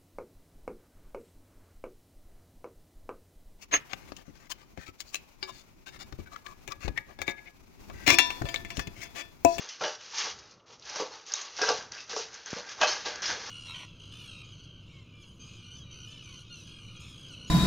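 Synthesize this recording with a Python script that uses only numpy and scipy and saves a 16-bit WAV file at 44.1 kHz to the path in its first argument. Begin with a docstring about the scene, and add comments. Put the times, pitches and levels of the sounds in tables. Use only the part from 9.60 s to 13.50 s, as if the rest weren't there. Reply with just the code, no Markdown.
"""Dog rooting through kibble

A muzzle pushes dry pellets around a metal bowl on a hollow brick, in a walled concrete yard.
The pellets crunch in dense grains, rub the bowl into ringing, snap singly and ping on the rim;
the bowl knocks and chatters on the brick. A mono phone a few metres away also picks up
faint hiss, wind and handling rumble, and one finger tap."""
import sys
import numpy as np
from scipy import signal
from scipy.fft import rfft, irfft
from scipy.io import wavfile
from scipy.ndimage import uniform_filter1d

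SR = 44100
rng = np.random.default_rng(int(sys.argv[2]) if len(sys.argv) > 2 else 0)


def transcribe(u):
    """Save the signal u as a 16-bit wav file named by the first command-line argument.

    u: samples, shape (n,) or (channels, n), limited to [-1, 1]; the rate is SR.
    q: integer samples, one column per channel.
    """
    v = np.clip(np.atleast_2d(u).T, -1, 1)
    q = np.round(v * 32767).astype(np.int16)
    wavfile.write(sys.argv[1], SR, q)


N = 171990


def undb(db):
    return 10 ** (np.asarray(db) / 20)


def unit(x):
    return x / np.sqrt(np.mean(x ** 2))


def unit_onset(x, onset_s):
    """Scale to RMS 1 over the first onset_s."""
    return x / np.sqrt(np.mean(x[:int(onset_s * SR)] ** 2))


def band(x, lo_hz, hi_hz, order=2):
    sos = signal.butter(order, [lo_hz, min(hi_hz, SR / 2.2)], "band", fs=SR, output="sos")
    return signal.sosfilt(sos, x)


def colour(x, spectrum):
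    """Shape to (f/Hz, gain/dB) points; RMS 1."""
    hz, db = np.array(spectrum).T
    bins_hz = np.maximum(np.arange(len(x) // 2 + 1) * SR / len(x), 1)
    gain_db = np.interp(np.log(bins_hz), np.log(hz), db, left=-80)
    return unit(irfft(rfft(x) * undb(gain_db), len(x)))


def grains(n, per_s, spread_db):
    """Random clicks, a few much larger than the rest."""
    clicks = (rng.random(n) < per_s / SR) * rng.standard_normal(n)
    return clicks * undb(spread_db * np.minimum(rng.exponential(size=n), 5))


def fade(n, t60_s):
    return np.exp(-np.log(1000) * np.arange(n) / SR / max(t60_s, 1e-3))


def drift(rate_hz):
    """Smooth random wander; RMS 1."""
    hold = int(SR / rate_hz)
    steps = np.repeat(rng.standard_normal(N // hold + 1), hold)
    return unit(uniform_filter1d(uniform_filter1d(steps, hold), hold)[:N])


def add(out, at_s, x):
    i = int(at_s * SR)
    out[i:i + len(x)] += x[:N - i]


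def crowded_modes(envelope, spacing_hz=90, depth_db=3.5, drift_db=7):
    """Noise coloured by the bowl's dense upper modes; five sets take turns as the muzzle moves."""
    bins_hz = np.arange(N // 2 + 1) * SR / N
    grid_hz = np.arange(0, SR / 2, spacing_hz)
    out, power = 0, 0
    for _ in range(5):
        share = undb(drift_db * drift(rate_hz=7.976))
        peaks = np.clip(rng.standard_normal(len(grid_hz)), -2, 1.5)
        ripple = undb(depth_db * np.interp(bins_hz, grid_hz, peaks))
        noise = envelope * rng.standard_normal(N)
        out += share * unit(irfft(rfft(noise) * ripple, N))
        power += share ** 2
    return out / np.sqrt(power)


# Bowl modes: f/Hz, level/dB, t60/s
BOWL_MODES = [(434, 2, 0.18), (485, 0, 0.15), (522, -3, 0.15), (600, -1, 0.13), (652, 0, 0.12),
              (746, 1.5, 0.08), (860, 1, 0.12), (960, 2, 0.12), (1136, 2.5, 0.068), (1320, 2.5, 0.015),
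              (1383, -3.5, 0.02), (1580, 8, 0.042), (1642, 6, .1), (1740, -2.5, 0.013), (1995, -5, 0.12),
              (2240, -23, 0.016)]
LOW_TOP_HZ, MID_TOP_HZ = 690, 1350


def bowl(force, group, offsets_db, detunes, t60_scale):
    """A force rings the low (0), mid (1) or high (2) modes; the deep bass is removed."""
    out = 0
    for (hz, db, t60_s), offset_db, detune in zip(BOWL_MODES, offsets_db, detunes):
        if int(hz > LOW_TOP_HZ) + int(hz > MID_TOP_HZ) == group:
            radius = np.exp(-np.log(1000) / (max(t60_s * t60_scale, 0.005) * SR))
            angle = 2 * np.pi * hz * (1 + detune) / SR
            gain = rng.choice([-1, 1]) * undb(db + offset_db) * np.sqrt(1 - radius) * np.sin(angle)
            out += gain * signal.lfilter([1], [1, -2 * radius * np.cos(angle), radius ** 2], force)
    return signal.sosfilt(signal.butter(4, 340, "high", fs=SR, output="sos"), out)


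# Crunch spectrum: f/Hz, gain/dB
CRUNCH_SPECTRUM = [(710, -35.5), (1200, -5.5), (1620, -15), (1750, -6.5), (2520, -4.5), (2900, -3.5),
                   (3590, -4), (4720, -2), (5750, -2), (6520, -2), (7280, -5.5), (7880, -43), (10200, -58),
                   (17300, -120)]
# Muzzle pushes: t/s, crunch level/dB, mid ring/dB re crunch, high ring/dB re crunch
MUZZLE_PUSHES = [(0.0, -42.5, -5, -28), (0.08, -49, -9.5, -8), (0.1, -42, -17, -25.5),
                 (0.191, -54.5, -18, -4), (0.22, -38, -3, -24), (0.25, -36.5, -4, -3.5),
                 (0.35, -44.5, -9, -11), (0.385, -57.5, -15, -8), (0.41, -47.5, -20, -15),
                 (0.499, -49, -14.5, -12.5), (0.598, -29.5, -20, -23), (0.67, -36, -8, -9),
                 (0.72, -43, -13, -12), (0.75, -54.5, -3.5, -7.5), (0.93, -59.5, -13, -10.5),
                 (0.98, -71, -3, -13), (1.055, -80, 1, -2), (1.065, -61, 4, -23), (1.14, -51, -10, -27),
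                 (1.181, -68.5, -8, -23), (1.27, -45.5, -11.5, -9.5), (1.408, -37, -4, -14),
                 (1.5, -53, -5, -14), (1.54, -47, -2.5, -8), (1.65, -57.5, -11.5, -13),
                 (1.68, -47, -9.5, -44), (1.7, -46.5, -13.5, -10), (1.74, -44.5, -7.5, -5),
                 (1.77, -39, -11, -16), (1.932, -50.5, -13, -13), (2.03, -31, -18, -10.5),
                 (2.06, -34, -15, -10), (2.1, -28.5, 3, -20), (2.13, -36, -11, -16),
                 (2.19, -41.5, -6.5, -5.5), (2.313, -61.5, -3, -6), (2.319, -45, -13.5, -6.5),
                 (2.36, -47, -11, -1), (2.41, -44, -16, -13), (2.471, -58.5, -13, -12),
                 (2.512, -38.5, -9, -8), (2.57, -42.5, -23, -16), (2.62, -37.5, -20, -20),
                 (2.7, -57, -3.5, -5), (2.75, -47, -10.5, -3.5), (2.85, -55, -12, -10),
                 (2.87, -44.5, -12.5, -2.5), (2.99, -41.5, -9.5, -13), (3.04, -52.5, -4, 1),
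                 (3.119, -40.5, -16.5, -8), (3.159, -52.5, -11, -1.5), (3.202, -43.5, 3, -10),
                 (3.21, -34.5, -5.5, -4), (3.24, -26, -13, -12), (3.261, -35, -5, -27),
                 (3.282, -29, -8.5, -10), (3.442, -46, -10.5, -7), (3.462, -34, -12, -14.5),
                 (3.617, -50.5, -7, 6), (3.626, -34.5, -15.5, -2), (3.66, -33.5, -16, -8),
                 (3.701, -31.5, -15.5, -5.5), (3.78, -42.5, -9, -12), (3.9, -42, -8, -6.5)]


def rooting(grain_s=0.0017, mid_cap_db=-3, low_re_mid_db=-5.5):
    """Pellets crunch and rub the bowl into a ring that they and the muzzle damp."""
    t = np.arange(N) / SR
    times_s, *levels_db = np.array(MUZZLE_PUSHES).T
    crunch_db, mid_db, high_db = (np.interp(t, times_s, column) for column in levels_db)
    contacts = lambda: grains(N, per_s=4000, spread_db=2.5)
    rattle = unit(uniform_filter1d(np.abs(contacts()), size=int(grain_s * SR) + 1))
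    even = np.zeros(len(BOWL_MODES))
    low, mid, high = (unit(bowl(contacts(), group, even, even, t60_scale=0.23)) for group in range(3))
    crunch = colour(crowded_modes(rattle + 1), CRUNCH_SPECTRUM)  # grains on a steady bed
    lower_ring = undb(np.minimum(mid_db, mid_cap_db)) * (mid + undb(low_re_mid_db) * low)
    return undb(crunch_db) * (crunch + lower_ring + undb(high_db) * high)


# Yard hiss spectrum: f/Hz, gain/dB
HISS_SPECTRUM = [(15, -50.5), (25, -12.5), (97, -12.5), (186, -11), (362, -2.5), (428, 0.5), (690, -4.5),
                 (741, -9), (900, -10.5), (1350, 0.5), (1700, -30), (5370, -38), (7500, -51.5), (9750, -81),
                 (16500, -120)]


def yard_hiss(level_db=-65, flicker_db=0.5):
    """Faint, dull outdoor noise."""
    hiss = colour(rng.standard_normal(N), HISS_SPECTRUM)
    return hiss * undb(level_db + flicker_db * drift(rate_hz=16))


# Rumble envelope: t/s, level/dB
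RUMBLE_LEVELS = [(0.0, -85), (0.24, -73.5), (0.71, -62), (0.93, -65), (1.09, -65), (1.78, -74.5),
                 (1.92, -72.5), (2.18, -55.5), (2.709, -72), (3.33, -60), (3.41, -58), (3.9, -59.5)]


def rumble(centre_hz=82.4, flicker_db=3):
    """Low, unsteady noise of wind and handling."""
    level_db = np.interp(np.arange(N) / SR, *np.array(RUMBLE_LEVELS).T)
    level_db += flicker_db * drift(rate_hz=12)
    noise = band(rng.standard_normal(N), centre_hz / 2, 2 * centre_hz, order=1)
    return undb(level_db) * unit(noise)


# Bowl on brick: t/s, blow peak/dB, low, mid, high ring/dB, thud/dB, chatter t60/s, free f/Hz
BRICK_KNOCKS = [(0.009, -60, -63, -62.5, -59, -62, 0.17, 520),
                (0.209, -39, -42, -36.5, -53, -47.5, 0.26, 613),
                (0.24, -23.5, -38, -39.5, -42.5, -51.5, 0.12, 617),
                (0.258, -30, -41, -52, -52, -56, 0.2, 550), (0.639, -38, -61, -57, -63, -58.5, 0.12, 520),
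                (0.669, -39, -49, -57, -55.5, -63, 0.11, 505), (1.359, -29, -48, -58, -46, -57, 0.116, 600),
                (1.399, -38, -34, -40, -64, -53.5, 0.2, 510), (1.988, -43, -62, -40, -53, -66.5, 0.22, 520),
                (2.015, -20, -32.5, -40, -31.5, -62, 0.18, 449),
                (2.034, -32, -42.5, -37.5, -38.5, -65, 0.17, 463),
                (2.086, -22, -35, -36, -34, -55, 0.08, 480), (2.103, -28, -34, -32, -46, -55, 0.12, 520),
                (2.497, -43, -59, -58.5, -64, -63, 0.12, 480), (2.53, -36, -43.5, -59, -48, -65, 0.2, 430),
                (2.564, -24, -40, -42.5, -53, -76, 0.18, 435), (2.588, -33, -46, -52, -56, -65, 0.17, 430),
                (2.964, -38.5, -44.5, -57, -56, -51.5, 0.073, 470),
                (2.983, -33, -46.5, -63, -69, -60, 0.13, 520), (3.213, -21, -35, -29, -31, -50, 0.14, 600),
                (3.233, -18, -32, -29, -32.5, -53, 0.1, 610),
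                (3.457, -32, -44.5, -42, -41.5, -52.5, 0.3, 560),
                (3.694, -48, -47.5, -42.5, -43.5, -50.5, 0.27, 540)]


def knocks(grip_db_per_octave=-34.5, detune_spread=0.0084, thud_hz=161, onset_s=0.04):
    """A blow and dying chatter ring the bowl over a thud; the grip mutes low modes off the free pitch."""
    out, n = np.zeros(N), SR // 2
    for at_s, blow_db, *rings_db, thud_db, t60_s, free_hz in BRICK_KNOCKS:
        force = grains(n, per_s=2000, spread_db=1.5)
        force[0] = 2.5  # first contact
        force *= fade(n, t60_s)
        spot_db = rng.standard_normal(len(BOWL_MODES))  # the struck spot favours some modes
        detunes = detune_spread * rng.standard_normal(len(BOWL_MODES))
        grip_db = [grip_db_per_octave * abs(np.log2(hz / free_hz)) * (hz < LOW_TOP_HZ)
                   for hz, _, _ in BOWL_MODES]
        ring = 0
        for group, db in enumerate(rings_db):
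            modes = bowl(force, group, spot_db + grip_db, detunes, t60_scale=0.76)
            ring += undb(db) * unit_onset(modes, onset_s)
        thud = undb(thud_db) * unit_onset(band(force, thud_hz / 1.13, thud_hz * 3.2), onset_s)
        blow = band(rng.standard_normal(n), 540, 1000) * fade(n, t60_s=0.0053)
        add(out, at_s, ring + thud + undb(blow_db) * blow / np.abs(blow).max())
    return out


# Pellet snaps, and at 2.937 s the finger tap's second, broad click: t/s, relative level/dB, f/Hz, width/f,
# t60/s
PELLET_SNAPS = [(0.0885, -30, 5470, 0.3, 0.065), (0.2093, -33, 2890, 0.45, 0.055),
                (0.2373, -22.5, 2800, 0.21, 0.078), (0.5467, -30, 5300, 0.67, 0.077),
                (0.582, -20.5, 5800, 0.25, 0.091), (0.5926, -30, 6380, 0.41, 0.063),
                (0.6417, -25.5, 5700, 0.12, 0.058), (0.7884, -37.5, 5440, 0.35, 0.068),
                (0.9094, -43, 5900, 0.28, 0.085), (0.997, -54, 2780, 0.29, 0.063),
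                (1.062, -61, 5710, 0.4, 0.05), (1.1962, -42.5, 5560, 0.3, 0.028),
                (1.223, -41.5, 4060, 0.24, 0.05), (1.2525, -36, 6000, 0.48, 0.058),
                (1.296, -25.5, 5500, 1, 0.022), (1.3587, -26, 5830, 0.24, 0.08),
                (1.4003, -28, 5900, 0.4, 0.12), (1.6642, -38.5, 6300, 0.21, 0.31),
                (1.7198, -28, 5300, 0.25, 0.063), (1.7373, -13.5, 6500, 0.14, 0.03),
                (1.755, -25, 6180, 0.35, 0.056), (1.813, -26, 6470, 0.18, 0.078),
                (1.966, -27.5, 5470, 0.35, 0.02), (2.016, -17.5, 5400, 0.32, 0.039),
                (2.0885, -14.5, 5140, 0.12, 0.031), (2.3199, -25.5, 5300, 0.22, 0.022),
                (2.4947, -31, 4960, 0.4, 0.15), (2.5618, -26.5, 5900, 0.42, 0.24),
                (2.741, -30, 6600, 0.18, 0.054), (2.8593, -30, 6450, 0.061, 0.055),
                (2.9033, -29, 6550, 0.45, 0.046), (2.937, -28, 1500, 1, 0.025),
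                (3.2136, -10, 2800, 0.91, 0.031), (3.275, -24, 4030, 0.55, 0.027),
                (3.4565, -29.5, 3940, 0.18, 0.15), (3.5575, -25, 4750, 0.76, 0.016),
                (3.62, -25, 5840, 0.19, 0.03), (3.8176, -34, 5800, 0.22, 0.055)]


def snaps(broad_db=-35, tick_gain=0.21):
    """Single pellets crack: pitched noise bursts, harder and broader in the first instant. One broad row gives
    the finger tap's second click."""
    out, n = np.zeros(N), SR // 4
    for at_s, db, hz, width, t60_s in PELLET_SNAPS:
        noise = rng.standard_normal(n)
        edge_ratio = 1 + width / 2
        pitched = unit(band(noise, hz / edge_ratio, hz * edge_ratio, order=1))
        broad = unit(band(noise, 1700, 10000, order=1))
        crack = (pitched + undb(broad_db) * broad) * fade(n, t60_s)
        tick = tick_gain * broad * fade(n, t60_s=0.0025)
        add(out, at_s, undb(db) * (crack + tick) / 2)
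    return out


# Rim pings and two low hollow rings: t/s, level/dB, f/Hz, t60/s
PINGS_AND_RINGS = [(0.106, -55, 2980, 0.33), (0.237, -42.5, 2940, 0.3), (.53, -49, 925, 0.37),
                   (1.519, -54, 4280, 0.21), (1.745, -44, 3800, 0.058), (1.76, -50, 1120, 0.64),
                   (2.018, -36, 5240, 0.12), (2.017, -39.5, 2600, 0.12), (2.375, -51.5, 2644, 0.18),
                   (3.214, -33.5, 3085, 0.34), (3.219, -30.5, 2587, 0.17), (3.267, -35, 4305, .16),
                   (3.302, -38, 5340, 0.15), (3.624, -39.5, 5600, 0.17), (3.65, -35.5, 4980, 0.078),
                   (3.819, -56, 6020, 0.09)]


def pings(width_hz=70, rise_s=0.004):
    """Narrow, slightly rough rings: pellets striking the rim, and two low hollow rings."""
    out, n = np.zeros(N), SR // 2
    attack = 1 - np.exp(-np.arange(n) / SR / rise_s)
    for at_s, db, hz, t60_s in PINGS_AND_RINGS:
        noise = band(rng.standard_normal(n), hz - width_hz / 2, hz + width_hz / 2, order=1)
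        ring = noise * attack * fade(n, t60_s)
        add(out, at_s, undb(db) * unit_onset(ring, onset_s=0.03))
    return out


def finger_tap(at_s=2.9305, gain_db=-20.5, dip_s=0.0004, rebound_hz=118):
    """A finger taps the phone: a sharp dip, then a slow rebound; its second, broad click is played with the
    snaps."""
    out, t = np.zeros(N), np.arange(SR // 10) / SR
    dip = t / dip_s * np.exp(1 - t / dip_s)
    rebound = 0.45 * np.sin(2 * np.pi * rebound_hz * t) * fade(len(t), t60_s=0.019)
    add(out, at_s, undb(gain_db) * (rebound - dip))
    return band(out, 60, 8000)


def walls(direct, level_db=-12, t60_s=0.37, gap_s=0.00451):
    """The concrete walls return a short, diffuse tail."""
    tail = rng.standard_normal(SR // 2) * fade(SR // 2, t60_s)
    tail[:int(gap_s * SR)] = 0
    tail /= np.sqrt(np.sum(tail ** 2))
    return undb(level_db) * signal.fftconvolve(direct, tail)[:N]


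def scene():
    """Dog, reflections, tap and background; two identical channels."""
    dog = rooting() + knocks() + snaps() + pings()
    mono = dog + walls(dog) + finger_tap() + yard_hiss() + rumble()
    return np.tile(mono, (2, 1))


def record(dry, low_cut_hz=66, rolloff_hz=6603, top_hz=7550):
    """The phone loses the deep bass, rolls off the treble, then cuts the top."""
    thin = signal.sosfilt(signal.butter(2, low_cut_hz, "high", fs=SR, output="sos"), dry)
    soft = signal.sosfilt(signal.butter(12, rolloff_hz, fs=SR, output="sos"), thin)
    return signal.sosfilt(signal.ellip(8, 0.5, 40, top_hz, fs=SR, output="sos"), soft)


dry = scene()
out = record(dry)
transcribe(out)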